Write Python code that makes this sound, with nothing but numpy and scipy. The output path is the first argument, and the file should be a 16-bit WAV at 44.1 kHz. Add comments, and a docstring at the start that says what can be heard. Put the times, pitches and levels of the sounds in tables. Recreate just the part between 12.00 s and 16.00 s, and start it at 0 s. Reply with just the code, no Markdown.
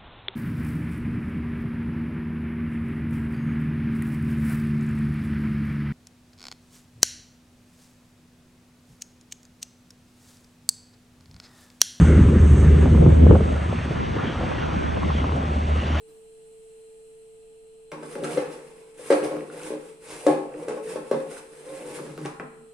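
"""Seaplane over a windy harbour

A propeller seaplane flies low past a quay. Its engine drone and rumble fill the first second and
a half, fall away, and the drone swells again under a distant roar that also reflects off the water.
Wind flutters, patters and thumps on the microphone ports; a thin machinery hiss fades early."""
import sys
import numpy as np
from scipy import signal
from scipy.fft import rfft, irfft
from scipy.io import wavfile
from scipy.ndimage import uniform_filter1d, minimum_filter1d

SR = 44100
rng = np.random.default_rng(int(sys.argv[2]) if len(sys.argv) > 2 else 0)


def pcm_store(signal):
    """Save signal as 16-bit PCM."""
    levels = np.round(np.clip(np.atleast_2d(signal), -1, 1) * 32767)
    wavfile.write(sys.argv[1], SR, levels.astype(np.int16).T)


N = 176400
TIME = np.arange(N) / SR
BIN_HZ = np.arange(N // 2 + 1) * SR / N


def from_db(db):
    """Decibels to gain."""
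    return 10 ** (np.asarray(db) / 20)


def unit_rms(x):
    """Scale to an rms of 1."""
    return x / np.sqrt(np.mean(x ** 2) + 1e-20)


def automation(rows):
    """Each column of a breakpoint curve at every sample."""
    times, *columns = np.transpose(rows)
    return [np.interp(TIME, times, column) for column in columns]


def fader(curve):
    """Gain at every sample from a dB curve."""
    return from_db(automation(curve)[0])


def drift(rate_hz):
    """A smooth random wobble of spread 1 that changes about rate_hz times a second."""
    pole = np.exp(-80 * np.pi * rate_hz / SR)
    white = rng.standard_normal(N // 40 + 2002)   # one value every 40 samples
    slow = signal.lfilter([1], [1, -2 * pole, pole * pole], white)[2000:]
    return np.interp(np.arange(N) / 40, np.arange(len(slow)), unit_rms(slow))


def turbulence(eq, shared_db, patchy_db, rate_hz):
    """Coloured noise whose octaves flicker together (shared) and each on its own (patchy); rms 1."""
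    hz, db = np.transpose(eq)
    octave = np.log2(np.maximum(BIN_HZ, 1))
    spectrum = rfft(rng.standard_normal(N)) * from_db(np.interp(octave, np.log2(hz), db))
    together_db = shared_db * drift(rate_hz)
    band = np.clip(np.round(octave), 6, 13)
    out = 0
    for k in np.unique(band):
        out += irfft(spectrum * (band == k), N) * from_db(together_db + patchy_db * drift(rate_hz))
    return unit_rms(out)


def pop(t, hz, ring_cycles):
    """A damped pressure pulse from t = 0, peak 1; its damping reaches 60 dB after ring_cycles."""
    cycles = np.maximum(t, 0) * hz
    wave = np.sin(2 * np.pi * cycles) * cycles * from_db(-60 * cycles / ring_cycles)
    return wave / np.abs(wave).max()


# Fade of the hiss: time_s, level_db
HISS_FADER = [(0, -46.5), (.12, -47.5), (.3, -52.5), (.58, -47), (.75, -53.5), (1.0, -54.5), (1.25, -58.5),
              (1.5, -56.5), (2.0, -62), (3, -62.5), (4, -63.5)]
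# Its tone in the centre and at the sides: freq_hz, gain_db
HISS_MID_EQ = [(4000, -32), (5500, -12), (6100, 1), (6320, 6.5), (6600, 0), (7300, -1), (8150, 4.5),
               (8700, 5), (9000, -15.5), (10000, -18)]
HISS_SIDE_EQ = [(6500, -32.5), (7700, -7), (8400, -5.5), (9000, 0), (10000, -16)]

def machinery_hiss(eq):
    """A thin, high hiss of machinery that fades early."""
    return fader(HISS_FADER) * turbulence(eq, shared_db=0.64, patchy_db=1.2, rate_hz=8.6)


def low_cut(x, edge_hz, order):
    """High-pass with a moving edge, in third-octave bands."""
    band = np.round(3 * np.log2(np.clip(BIN_HZ, 40, 1300)))
    spectrum = rfft(x)
    out = 0
    for k in np.unique(band):
        centre_hz = 2 ** (k / 3)
        out += irfft(spectrum * (band == k), N) / np.sqrt(1 + (edge_hz / centre_hz) ** (2 * order))
    return out


# Wind bed, with the low cut that thins both it and the gust: time_s, level_db, low_cut_hz
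WIND_MOVES = [(0, -42, 527), (.3, -38.5, 320), (.6, -43.5, 251), (.9, -42.5, 203), (1.4, -33.5, 143),
              (1.85, -35.5, 98.05), (2.1, -26, 78.4), (2.37, -38.5, 70), (2.5, -29.5, 60),
              (2.8, -28, 44.77), (3.05, -29.5, 41.02), (3.15, -30.5, 255), (3.4, -30, 550), (4, -31, 688.5)]
# Strong early gust, ahead of the low cut: time_s, level_db
GUST_FADER = [(0, -34.5), (.3, -34.5), (.6, -32), (.8, -28), (.96, -33), (1.02, -18), (1.13, -27),
              (1.34, -21.5), (1.41, -39.5), (1.48, -30.5), (1.7, -51), (2, -61.5)]
# Tone of each: freq_hz, gain_db
WIND_EQ = [(30, -4), (70, 10), (150, 6.5), (300, 6), (500, 8.5), (750, 7), (1100, 5), (1450, -1),
           (1800, -13.5), (2300, -37.5), (3500, -61.5)]
GUST_EQ = [(70, -23), (150, 6.5), (240, -1.5), (340, 6), (500, 2), (750, -3.5), (1200, -21.5),
           (2000, -59.5), (4000, -85.5)]

def port_wind():
    """Lumpy wind that pushes the two microphone ports in opposite directions."""
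    level_db, low_cut_hz = automation(WIND_MOVES)
    flutter = from_db(level_db) * turbulence(WIND_EQ, shared_db=1.0, patchy_db=1.8, rate_hz=11)
    gust = fader(GUST_FADER) * turbulence(GUST_EQ, shared_db=1.5, patchy_db=0.0, rate_hz=28)
    chop = unit_rms(from_db(drift(39)))   # lumps of about 1 dB
    return low_cut((flutter + gust) * chop, low_cut_hz, order=15)


# Patter between the thumps: time_s, level_db
EDDY_FADER = [(0, -50), (.7, -51), (.9, -45), (1.1, -32.5), (1.18, -38.5), (1.33, -33), (1.45, -43.5),
              (2.05, -56.5), (2.2, -39), (2.45, -34.5), (2.75, -44.5), (3.0, -41), (3.33, -38.5),
              (3.7, -43.5), (4, -45)]
# Blend of eddies, large to small: pitch_hz, gain_db
EDDY_BLEND = [(270, 4.5), (390, 2), (520, 0), (720, -3.5), (1020, -5)]

def eddies(hits_per_s=45, spread_db=1.5):
    """Small eddies patter on the ports at random, one stream of pops for each size."""
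    out = 0
    for pitch_hz, gain_db in EDDY_BLEND:
        hits = (rng.random(N) < hits_per_s / SR) * rng.choice([-1, 1], N)
        strength = from_db(spread_db * np.minimum(rng.standard_normal(N), 1))
        pulse = pop(TIME[:SR // 20], pitch_hz, ring_cycles=3.9)
        out += from_db(gain_db) * unit_rms(signal.fftconvolve(hits * strength, pulse)[:N])
    return fader(EDDY_FADER) * unit_rms(out)


# Wind hits, ahead of their high cut: start_s, level_db, pitch_hz, puff_decay_s, snap_db
THUMP_CUES = [(.628, -20, 550, 0.015, -30), (.858, -21, 606, 0.034, -23), (.949, -20, 450, 0.0076, -22),
              (1.023, -13.5, 376, 0.017, -36), (1.062, -8, 372, 0.021, -19.5), (1.265, -13, 412, .01, -28),
              (1.310, -5.5, 370, 0.011, -13.5), (1.326, -8, 333, .022, -32),
              (1.354, -9.5, 500, 0.0081, -22.5), (1.364, -18, 563, .007, -29),
              (1.407, -16.5, 480, 0.0053, -22), (1.7275, -19.5, 567, 0.0059, -28),
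              (1.909, -21.5, 460.4, 0.019, -30), (2.164, -22.5, 387, 0.018, -29),
              (2.243, -23.5, 304, 0.012, -30), (2.297, -23.5, 355, 0.01, -28),
              (2.41, -22.5, 560, 0.043, -32), (2.44, -29, 500.5, 0.0086, -27),
              (2.515, -29, 703.6, 0.031, -23), (2.69, -30, 600, 0.0065, -23),
              (2.822, -25, 309.6, .015, -29), (2.97, -23.5, 530, 0.011, -22),
              (3.031, -23.5, 1020, 0.013, -33), (3.103, -23, 889, 0.0079, -35),
              (3.242, -24, 629, 0.0051, -17), (3.293, -28, 504, .005, -22), (3.32, -25, 383, 0.017, -21)]

def thumps(puff_db=-10, puff_rise_s=0.0041, puff_edge_ratio=1.41, snap_hz=960, high_cut_hz=1590):
    """Single eddies hit the ports: a snap and a short, dull pop inside a puff of noise."""
    out, white = np.zeros(N), rng.standard_normal(N)
    for start_s, level_db, pitch_hz, puff_decay_s, snap_db in THUMP_CUES:
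        near = np.abs(TIME - start_s) < .1
        t = TIME[near] - start_s
        edges_hz = [pitch_hz / puff_edge_ratio, pitch_hz * puff_edge_ratio]
        air = signal.sosfilt(signal.butter(2, edges_hz, "band", fs=SR, output="sos"), white[near])
        envelope = np.exp(-(t / np.where(t < 0, puff_rise_s, puff_decay_s)) ** 2)
        puff = from_db(puff_db) * unit_rms(air) * envelope
        body = pop(t, pitch_hz, ring_cycles=4.2)
        snap = pop(t, snap_hz, ring_cycles=3.4)
        out[near] += from_db(level_db) * (body + puff) + from_db(snap_db) * snap
    return signal.sosfilt(signal.butter(4, high_cut_hz, fs=SR, output="sos"), out)


# Brief whooshes in the distance: peak_s, level_db, centre_hz, fade_s
SWELL_CUES = [(.12, -36.5, 1462, 0.11), (.12, -42, 2107, 0.093), (.656, -42.5, 1744, 0.066),
              (1.78, -48, 2480, .065), (2.24, -47, 2250, 0.054), (2.29, -42.5, 3170, 0.057),
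              (2.61, -44.5, 2840, 0.062), (3.035, -33.5, 1040, 0.019), (3.06, -44, 2080, 0.054),
              (3.174, -45.5, 3225, 0.047), (3.81, -43.5, 2840, 0.059), (3.97, -43, 3082, .06)]

def swells(width_hz=285, sag_octaves_per_s=.6):
    """Resonances of the distant rush swell, sink in pitch and fade."""
    out = np.zeros(N)
    narrow = signal.butter(2, width_hz / 2, fs=SR, output="sos")
    for peak_s, level_db, centre_hz, fade_s in SWELL_CUES:
        near = np.abs(TIME - peak_s) < .3
        t = TIME[near] - peak_s
        phase = 2 * np.pi * np.cumsum(centre_hz * 2 ** (-sag_octaves_per_s * t)) / SR
        slow_noise = signal.sosfilt(narrow, rng.standard_normal((2, len(t))))
        rush = unit_rms(slow_noise[0] * np.cos(phase) + slow_noise[1] * np.sin(phase))
        out[near] += from_db(level_db) * rush * np.exp(-(t / fade_s) ** 2)
    return out


def off_water(x, echo_gain=0.12, delay_s=0.00112, wander_s=.00009):
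    """Add the reflection from the water; its delay wanders, so the sound swirls."""
    lag = (delay_s + wander_s * drift(1.53)) * SR
    return unit_rms(x + echo_gain * np.interp(np.arange(N) - lag, np.arange(N), x))


# The plane's midrange roar, throaty growl and upper wash: time_s, level_db
ROAR_FADER = [(0, -34.5), (.14, -37.5), (.4, -37.5), (.65, -37), (1.15, -43.5), (1.7, -38), (1.95, -37.5),
              (2.05, -42.5), (2.24, -34.5), (2.5, -37), (2.8, -37), (3.2, -41), (3.55, -42.5),
              (3.68, -45.5), (3.82, -38.5), (4, -35.5)]
THROAT_FADER = [(0, -67), (1.3, -51), (1.5, -39), (2.05, -53.5), (2.3, -45), (2.75, -55), (3.3, -40.5),
                (3.7, -38.5), (4, -38)]
WASH_FADER = [(0, -41.5), (.4, -45.5), (.7, -43.5), (1.25, -46), (1.75, -43), (2.0, -41.5), (2.3, -41.5),
              (2.6, -41), (3.0, -42), (3.18, -40), (3.4, -44), (3.7, -42), (4, -37.5)]
# Tone of each: freq_hz, gain_db
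ROAR_EQ = [(150, -21), (400, -6), (600, -3), (850, -4.5), (1300, -0.5), (1900, -6), (2600, -20.5),
           (4000, -53.5)]
THROAT_EQ = [(230, -33), (360, 2), (600, 5), (800, -2), (1000, -41), (1600, -33)]
WASH_EQ = [(900, -29), (1500, -10), (2100, 4.5), (2900, 2), (3400, -0.5), (4200, -9), (4800, -10.5),
           (5500, -12.5), (6300, -13.5), (7200, -24.5), (8600, -40.5), (10000, -14)]

def distant_roar(phase, rasp_depth=0.053):
    """The plane's roar, a growl that grows as it nears, and a wash chopped by the propeller."""
    roar = off_water(turbulence(ROAR_EQ, shared_db=-0.5, patchy_db=1.8, rate_hz=11))
    throat = turbulence(THROAT_EQ, shared_db=5.0, patchy_db=-0.7, rate_hz=47)
    wash = off_water(turbulence(WASH_EQ, shared_db=-0.36, patchy_db=.5, rate_hz=15))
    rasp = 1 + rasp_depth * np.sin(phase)
    return fader(ROAR_FADER) * roar + fader(THROAT_FADER) * throat + fader(WASH_FADER) * wash * rasp


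def whistle(pitch_hz=7025, waver_hz=12):
    """A faint, wavering whistle that creeps in near the end."""
    fade_in = fader([(3.3, -84), (3.55, -68), (4, -64)])   # time_s, level_db
    return fade_in * np.sin(2 * np.pi * np.cumsum(pitch_hz + waver_hz * drift(60)) / SR)


# Low-end weight of the engine: time_s, level_db
RUMBLE_FADER = [(0, -12), (.25, -15), (.42, -15.5), (.7, -16.5), (.85, -14), (.895, -18.5), (.94, -12.5),
                (1.0, -17.5), (1.07, -12), (1.15, -19), (1.23, -17.5), (1.315, -7), (1.39, -18.5),
                (1.6, -27.5), (2.0, -27.5), (2.28, -26.5), (2.7, -28.5), (2.88, -27), (3.3, -24.5),
                (3.65, -29.5), (4, -27)]
# Its tone: freq_hz, gain_db
RUMBLE_EQ = [(15, -46), (28, -28), (40, -7.5), (62, 2.5), (100, 0), (128, -1.5), (160, 0.4), (190, -4),
             (230, -5), (290, -8.5), (400, -15), (520, -20.5), (750, -45), (1500, -58.5), (3500, -86)]

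def engine_rumble():
    """Lumpy low noise around the drone."""
    return fader(RUMBLE_FADER) * turbulence(RUMBLE_EQ, shared_db=1.23, patchy_db=2.5, rate_hz=17.2)


# The engine note, falling away and swelling back: time_s, pitch_hz, level_db
DRONE_MOVES = [(0, 75.4, -22.5), (.1, 76.53, -15.5), (.4, 75.88, -16), (.65, 75.75, -13),
               (.85, 75.67, -15.5), (1.33, 76.63, -13), (1.4, 75.5, -21), (1.75, 74.4, -32),
               (1.95, 74.66, -47), (2.9, 74.5, -30.5), (3.1, 75.9, -26), (3.6, 74.53, -28),
               (3.73, 74.8, -19), (3.83, 74.4, -26.5), (4, 75.65, -19.5)]

def blade_phase(wander_hz=0.51):
    """Phase of the propeller's blade beat, slightly unsteady in pitch."""
    pitch_hz = automation(DRONE_MOVES)[0] + wander_hz * drift(4.03)
    return 2 * np.pi * np.cumsum(pitch_hz) / SR


# Overtones against the engine's fundamental: harmonic_number, gain_db
DRONE_OVERTONES = [(2, -17), (3, -19)]

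def engine_drone(phase, waver_db=0.57, slip_rad=2.24):
    """A nearly pure engine tone at the blade beat, with weak, unsteady overtones."""
    tone = np.sin(phase)
    for harmonic, gain_db in DRONE_OVERTONES:
        tone += from_db(gain_db) * np.sin(harmonic * phase + slip_rad * drift(2.64))
    level_db = automation(DRONE_MOVES)[1] + waver_db * drift(17)
    return np.sqrt(2) * tone * from_db(level_db)


def scene():
    """Plane, hiss and wind hits sit in the centre; the wind bed and a little hiss spread wide."""
    phase = blade_phase()
    plane = engine_drone(phase) + engine_rumble() + distant_roar(phase) + whistle() + swells()
    mid = plane + machinery_hiss(HISS_MID_EQ) + thumps() + eddies()
    side = port_wind() + from_db(-10.5) * machinery_hiss(HISS_SIDE_EQ)
    return np.array([mid + side, mid - side])


def record(dry, band_hz=5033, band_width_hz=345, ceiling=.94, limiter_s=.008, stop_hz=10582):
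    """Turn one narrow treble band to opposite phase left and right, limit the peaks, cut the top."""
    turn = np.pi / 2 * np.exp(-(2 * (BIN_HZ - band_hz) / band_width_hz) ** 2)
    widened = irfft(rfft(dry) * np.exp(1j * np.array([turn, -turn])), N)
    span = int(limiter_s * SR) + 1
    safe_gain = 1 / np.maximum(np.abs(widened).max(axis=0) / ceiling, 1)
    limited = widened * uniform_filter1d(minimum_filter1d(safe_gain, span), span)
    return signal.sosfilt(signal.cheby2(12, 60, stop_hz, fs=SR, output="sos"), limited)


dry = scene()
out = record(dry)
pcm_store(out)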